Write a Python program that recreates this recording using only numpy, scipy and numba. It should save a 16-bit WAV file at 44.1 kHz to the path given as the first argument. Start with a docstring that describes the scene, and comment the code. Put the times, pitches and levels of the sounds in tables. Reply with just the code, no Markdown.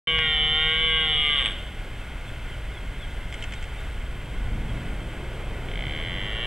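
"""Red deer stag roaring in parkland

One long clear call breaks up at its end; later a slow growl speeds up into the next call.
Vocal fold pulses ring the many resonances of his long throat, and the tree line sends back a soft echo.
Around him: low rumble, soft air, a far drone, a faint small bird, one sharp tick, a quick run of
dry clacks and a camera's thin whine."""
import sys
import numpy as np
from scipy import signal
from scipy.fft import rfft, irfft
from scipy.io import wavfile
from scipy.ndimage import uniform_filter1d
from numba import njit

SR = 44100
rng = np.random.default_rng(int(sys.argv[2]) if len(sys.argv) > 2 else 0)


def persist_wave(psi):
    """Save psi, clipped to +-1, as 16-bit WAV."""
    counts = np.round(np.clip(psi, -1, 1) * 32767).astype(np.int16)
    wavfile.write(sys.argv[1], SR, np.atleast_2d(counts).T)


N = 284886
TIME = np.arange(N) / SR
FREQ = np.arange(N // 2 + 1) * SR / N
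START_S = .072  # the sound opens here, on a pulse of the roar


def undb(db):
    """Decibels to gain."""
    return 10 ** (np.asarray(db) / 20)


def unit(x):
    """Scale to rms 1."""
    return x / np.sqrt(np.mean(x ** 2))


def steady(x):
    """Hold the short-term rms near 1."""
    size = SR // 16
    power = uniform_filter1d(uniform_filter1d(x ** 2, size), size)
    return x / np.sqrt(np.abs(power) + 1e-12)


def noise():
    """White noise."""
    return rng.standard_normal(N)


def walk(rate_hz):
    """Smooth random wander with rms 1."""
    size = max(int(SR / rate_hz), 1)
    return unit(uniform_filter1d(uniform_filter1d(noise(), size), size))


def curves(table):
    """The columns of a table, joined by straight lines in time."""
    times, *columns = np.transpose(table)
    return [np.interp(TIME, times, column) for column in columns]


def since(start_s):
    """Seconds gone by since the start, 0 before it."""
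    return np.maximum(TIME - start_s, 0)


def bump(centre_s, width_s):
    """A bell-shaped swell of height 1."""
    return np.exp(-((TIME - centre_s) / width_s) ** 2)


def ease(before, after, centre_s, width_s):
    """A smooth move from one value to another."""
    return before + (after - before) * (1 + np.tanh((TIME - centre_s) / width_s)) / 2


def gate(start_s, end_s=7, fade_s=.001):
    """1 between start and end, with straight fades outside."""
    return np.interp(TIME, [start_s - fade_s, start_s, end_s, end_s + fade_s], [0, 1, 1, 0])


def colour(x, points):
    """Filter by a (freq_hz, gain_db) outline."""
    hz, db = np.transpose(points)
    return irfft(rfft(x) * undb(np.interp(np.log(FREQ + 1), np.log(hz), db)), N)


def resonate(x, modes, skirt=.53):
    """Filter by (centre_hz, width_hz, gain_db) resonances; a higher skirt is steeper."""
    power = sum(undb(db) ** 2 / (1 + ((FREQ - hz) / width * 2) ** 2 / skirt) ** (2 * skirt)
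                for hz, width, db in modes)
    return irfft(rfft(x) * np.sqrt(power), N)


@njit
def band(x, hz, width_hz):
    """State-variable band-pass whose centre moves."""
    y, mid, low = np.empty(len(x)), 0., 0.
    for i in range(len(x)):
        g, damping = np.tan(np.pi * hz[i] / SR), width_hz / hz[i]
        v = (mid + g * (x[i] + 1e-18 - low)) / (1 + g * (g + damping))
        mid, low = 2 * v - mid, low + 2 * g * v
        y[i] = damping * v
    return y


def lag(x, seconds):
    """Delay by a time that may differ from one frequency to the next."""
    cycles = np.cumsum(seconds + 0 * FREQ) * SR / N
    return irfft(rfft(x) * np.exp(-2j * np.pi * cycles), N)


# Two faint high tones: pitch_hz, level_db
WHINE_TONES = [(8021, -76), (11472, -72.5)]


def whine():
    """A camera's thin, steady whine."""
    return sum(undb(db) * np.sqrt(2) * np.sin(2 * np.pi * hz * TIME) for hz, db in WHINE_TONES)


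# Broad tone of still air: freq_hz, gain_db
AIR_EQ = [(250, 4.5), (600, 4.5), (1100, -1), (1900, -5.5), (3300, -3.5), (4100, -16), (5500, -20),
          (6800, -20), (8000, -14.5), (9500, -18), (10300, -22), (15500, -26)]
# Bands that tint the air: centre_hz, width_hz, gain_db
AIR_BANDS = [(1460, 110, 0), (1640, 130, -4), (2100, 330, -1), (2600, 150, -6), (3130, 250, -5)]


def air():
    """A soft bed of air noise whose level wavers slightly."""
    bed = undb(-44) * unit(colour(noise(), AIR_EQ))
    tint = undb(-45) * unit(resonate(noise(), AIR_BANDS))
    return (bed + tint) * undb(walk(9) / 2)


# Tone of the rumble's deep and upper layers: freq_hz, gain_db
DEEP_EQ = [(8, -11.5), (24, 1.5), (48, 1), (68, -7), (110, -17), (1000, -99)]
UPPER_EQ = [(45, -37), (80, -7), (118, 0), (150, -6.5), (240, -14), (400, -32), (2500, -84)]
# Swells on top of the resting rumble: centre_s, half_length_s, deep_db, upper_db
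RUMBLE_SWELLS = [(.2, .6, -48, -43), (3.6, 0.68, -32.5, -80), (4.558, 0.17, -26.5, -38),
                 (4.733, 0.23, -39, -34.5), (5.95, 0.85, -35, -39)]


def rumble():
    """Two layers of low noise that swell and settle."""
    deep, upper = undb(-33.5), undb(-44)
    for centre_s, width_s, deep_db, upper_db in RUMBLE_SWELLS:
        swell = bump(centre_s, width_s)
        deep = np.hypot(deep, undb(deep_db) * swell)
        upper = np.hypot(upper, undb(upper_db) * swell)
    return unit(colour(noise(), DEEP_EQ)) * deep + unit(colour(noise(), UPPER_EQ)) * upper


def drone():
    """A far band of noise that comes up in level, then climbs in pitch."""
    db = ease(-59, -42.5, centre_s=4.04, width_s=.31)
    hz = ease(189, 450, centre_s=5.2, width_s=.11)
    hum = steady(band(noise(), hz, 340.))
    return colour(hum, [(60, 14.5), (130, 4), (800, -1), (1300, -1.5), (4000, -37)]) * undb(db)


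def tree_echo(x, delay_s=.1, decay_s=.12, echo_db=-15):
    """Scattered echo: thin returns from the grass, then a soft cluster from the tree line."""
    t = TIME[:SR]
    envelope = np.exp(-np.abs(t - delay_s) / decay_s) * (t > .01)
    response = envelope * rng.standard_normal(SR)
    return undb(echo_db) * signal.fftconvolve(x, response / np.linalg.norm(response))[:N]


# Falling bird notes: start_s, length_s, start_hz, level_db
BIRD_NOTES = [(2.25, .065, 3850, -53), (2.475, .085, 3700, -46.5), (2.72, .09, 3950, -48),
              (2.98, .085, 3920, -47.5), (3.475, .05, 3750, -52), (3.545, .05, 4000, -51),
              (3.76, .05, 3950, -51), (4.67, .06, 3620, -48.5)]


def bird(fall_hz_per_s=12000):
    """Thin, fluttering whistles: each falls steeply, eases and drops again, loudest past its middle."""
    notes = np.zeros(N)
    for start_s, length_s, start_hz, db in BIRD_NOTES:
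        along = np.clip((TIME - start_s) / length_s, 0, 1)
        hz = start_hz - fall_hz_per_s * length_s * (along + np.sin(2 * np.pi * along) / 10)
        swell = np.sqrt(2) * np.sin(np.pi * along ** 1.56)
        notes += undb(db) * swell * np.sin(2 * np.pi * np.cumsum(hz) / SR)
    return notes * undb(3 * walk(200))


# Run of double clacks: start_s, first_db, second_db
CLACK_PAIRS = [(3.326, -32, -30.5), (3.4245, -30.5, -29), (3.5225, -32.5, -31.5), (3.626, -34.5, -39)]
# Their hard, dry tone: freq_hz, gain_db
CLACK_EQ = [(700, -33), (1500, -20), (2150, 9), (2600, -5), (3100, 6), (3900, -22), (4600, -16.5),
            (6200, -17), (7500, -12.5), (9500, -28), (14000, -45)]


def clacks(gap_s=.0147, decay_s=.0061):
    """Pairs of short noise cracks, like a camera shutter."""
    envelope = np.zeros(N)
    for start_s, first_db, second_db in CLACK_PAIRS:
        for hit_s, db in [(start_s, first_db), (start_s + gap_s, second_db)]:
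            envelope += undb(db) * np.exp(-since(hit_s) / decay_s) * gate(hit_s)
    return unit(colour(noise(), CLACK_EQ)) * envelope


# Ring of the tick: pitch_hz, decay_s, gain_db
TICK_MODES = [(1140, 0.002, -23.5), (1870, .0018, -15.5), (2600, 0.0012, -15.5), (3020, .001, -17),
              (5380, .0009, -32)]


def tick(start_s=.1885, attack_s=.0003):
    """A single hard contact that rings for a millisecond or two."""
    t = since(start_s)
    ring = sum(undb(db) * np.exp(-t / decay_s) * np.sin(2 * np.pi * hz * t)
               for hz, decay_s, db in TICK_MODES)
    return ring * (1 - np.exp(-t / attack_s))


def breath():
    """The stag's last air rushes through the top resonances of his throat as the roar stops."""
    rush = unit(resonate(noise(), [(3100, 660, 0)], skirt=1.8))
    return rush * undb(-42) * bump(centre_s=1.55, width_s=.079)


def folds(hz, start_s, rough, jitter, shimmer, opening, opening_phase, turbulence):
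    """Vocal folds: a weak pulse as they open, a strong one as they shut, a turbulent puff each cycle."""
    cycles = np.cumsum(hz * (1 + jitter * rough * walk(150))) / SR
    cycles -= np.interp(start_s, TIME, cycles)

    def pulse(phase):
        samples_away = ((cycles - phase + .5) % 1 - .5) * SR / hz
        return np.exp(-samples_away ** 2 / 2)

    puffs = unit(np.exp(2 * np.cos(2 * np.pi * cycles)) * noise())
    pulses = unit(pulse(0) + opening * pulse(opening_phase))
    pulses *= undb(shimmer * rough * walk(150))
    return pulses + turbulence * rough * puffs, puffs


# Throat with the mouth nearly shut: rest_hz, width_hz, gain_db, larynx_follow (0-1)
NARROW_THROAT = [(600, 230, -13, 0.8), (1670, 91, -8, 1), (2146, 360, 0, 0.96), (3100, 205, -2, 0.1),
                 (3300, 400, -6.5, 0), (3980, 100, -18, 0.3)]
# Throat as the mouth opens: centre_hz, width_hz, gain_db
OPEN_THROAT = [(1134, 110, -10.5), (1520, 96, -19), (2270, 120, -3), (2807, 130, 1), (3160, 340, -2.5),
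               (3790, 460, -17)]


def growl(start_s=5.6865, build_s=.775, catch_s=.072, attack_s=.062):
    """Single pulses speed up; the larynx sinks, lengthening the throat and lowering its resonances."""
    t = since(start_s)
    effort = np.minimum(t / build_s, 1)
    # the pulse rate jumps as the folds catch, then climbs with the effort
    hz = 28.47 + 38.46 * (1 - np.exp(-t / catch_s)) + 55.14 * effort ** 1.55
    source, _ = folds(hz, start_s, rough=.18, jitter=.035, shimmer=2,
                      opening=.044, opening_phase=.77, turbulence=.7)
    larynx_sink = .15 * effort ** 1.9
    narrow = np.zeros(N)
    for rest_hz, width_hz, gain_db, follow in NARROW_THROAT:
        centre_hz = rest_hz * (1 - larynx_sink) ** follow
        ring = band(source, centre_hz, float(width_hz))
        narrow += undb(gain_db) * band(ring, centre_hz, float(width_hz))
    # the opening mouth crossfades to a second, unmoving set of resonances
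    wide = resonate(source, OPEN_THROAT, skirt=1.06)
    mouth = .097 + .783 * effort ** 2.7
    voice = steady(np.sqrt(1 - mouth) * steady(narrow) + np.sqrt(mouth) * steady(wide))
    db = -35.5 - 7.5 * np.exp(-t / attack_s) + 5.5 * effort ** 4.3  # soft start, late swell
    return voice * undb(db) * gate(start_s, fade_s=.01)


# Melody of the roar, before its final sag: time_s, pitch_hz
ROAR_PITCH = [(0.08, 161.7), (0.208, 159.2), (0.348, 154.4), (0.41, 153), (0.84, 160.9), (1.02, 158.4),
              (1.138, 152.5), (1.282, 149.2), (1.34, 146.3), (1.4, 136.4)]
# Fader moves on the whole roar and on its middle and top resonances: time_s, gain_db, middle_db, top_db
ROAR_EFFORT = [(0.09, -22.5, -6.5, -12.5), (0.228, -23, -1.5, -7), (0.362, -23, -8, -7.5),
               (0.538, -22, -9.5, -8.5), (0.658, -22, -4.5, -8.5), (0.79, -23, -5, -7),
               (1.194, -21.5, -8, -3), (1.28, -21.5, -4, -9), (1.33, -22.5, -6.5, -4)]
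# Throat with the neck stretched and the mouth wide: centre_hz, width_hz, gain_db
STRETCHED_THROAT = [(163.4, 40, -14), (507, 92, -11), (772, 44, -15), (1144, 118, -7.5), (1411, 57, -11),
                    (1593, 48, -6.5), (1872, 81, -8.5), (2047, 144, -8), (2248, 270, -7.5),
                    (2879, 205, -0.5), (3078, 176, 3), (3329, 146, 3.5), (3604, 160, -2),
                    (4050, 410, -30.5), (4780, 170, -38.5)]


def roar(tires_s=1.395, end_s=1.52, slacken_s=.098, sag_hz_per_s=370, sag_db_per_s=85):
    """The long call: clean harmonics that sag as the air runs out and turn rough as the folds slacken."""
    tired_s = np.minimum(since(tires_s), end_s - tires_s)
    left_s = np.maximum(end_s - TIME, 0)
    hz = curves(ROAR_PITCH)[0] - sag_hz_per_s * tired_s
    effort_db, middle_db, top_db = curves(ROAR_EFFORT)
    rough = .037 + .703 * np.exp(-left_s / slacken_s)
    # the moment of opening wanders, so single overtones swell and fade
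    opening_phase = .64 + .014 * walk(6.7)
    source, puffs = folds(hz, START_S, rough, jitter=.05, shimmer=1.5,
                          opening=.3, opening_phase=opening_phase, turbulence=.57)
    voice = resonate(source, STRETCHED_THROAT, skirt=3)
    # the lower resonances answer later, which smears each pulse
    voice = lag(voice, np.interp(FREQ, [500, 1600, 2200, 3000, 3700], [.003, .0015, .0004, 0, -.0005]))
    # lips and tongue shift weight between the resonances; the top gains as he tires
    middle = colour(voice, [(1650, -60), (1780, 0), (2450, 0), (2650, -60)])
    top = colour(voice, [(3180, -60), (3300, 0)])
    voice = steady(steady(voice - middle - top)
                   + undb(middle_db + 1) * steady(middle)
                   + undb(top_db + 2 + 40 * tired_s) * steady(top))
    # slack folds rattle and fill the gaps between the resonances
    rasp_eq = [(300, -6.5), (1200, -13), (1800, -6), (3400, 2.5), (3800, -15), (4300, -35), (7000, -51.5)]
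    voice += undb(.5) * rough * unit(colour(puffs, rasp_eq))
    # one last push of air lifts the voice and the growing hiss at the lips
    push = bump(centre_s=1.461, width_s=.0105)
    voice *= undb(5 * push - sag_db_per_s * tired_s)
    lip_hiss = unit(resonate(puffs, [(8000, 150, 6.5), (9100, 2400, -5)], skirt=2.5))
    lip_hiss *= undb(-33 - 16.5 * left_s + 11.5 * push)
    return (voice + lip_hiss) * undb(effort_db + .3) * gate(0, end_s, fade_s=.022)


def scene(waver_db=.56, left_lag_s=.000022):
    """Stag, clacks, tick and bird echo over the field; the left channel hears them a trifle later."""
    calls = (roar() + growl()) * undb(waver_db * walk(12.6))
    events = calls + breath() + clacks() + tick() + bird()
    mix = events + tree_echo(events) + rumble() + drone() + air() + whine()
    # faint microphone hiss, opposite in the two channels
    hiss = undb(-75) * unit(colour(noise(), [(300, -56), (2000, 9.5), (5000, 10), (15000, 14)]))
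    return np.array([lag(mix, left_lag_s) + hiss, mix - hiss])


def record(dry):
    """The sound opens a moment in, and a steep low-pass cuts the very top."""
    top_hz = 15750
    low_pass = signal.ellip(8, .2, 70, top_hz, fs=SR, output="sos")
    return signal.sosfilt(low_pass, dry * gate(START_S + .001))


dry = scene()
out = record(dry)
persist_wave(out)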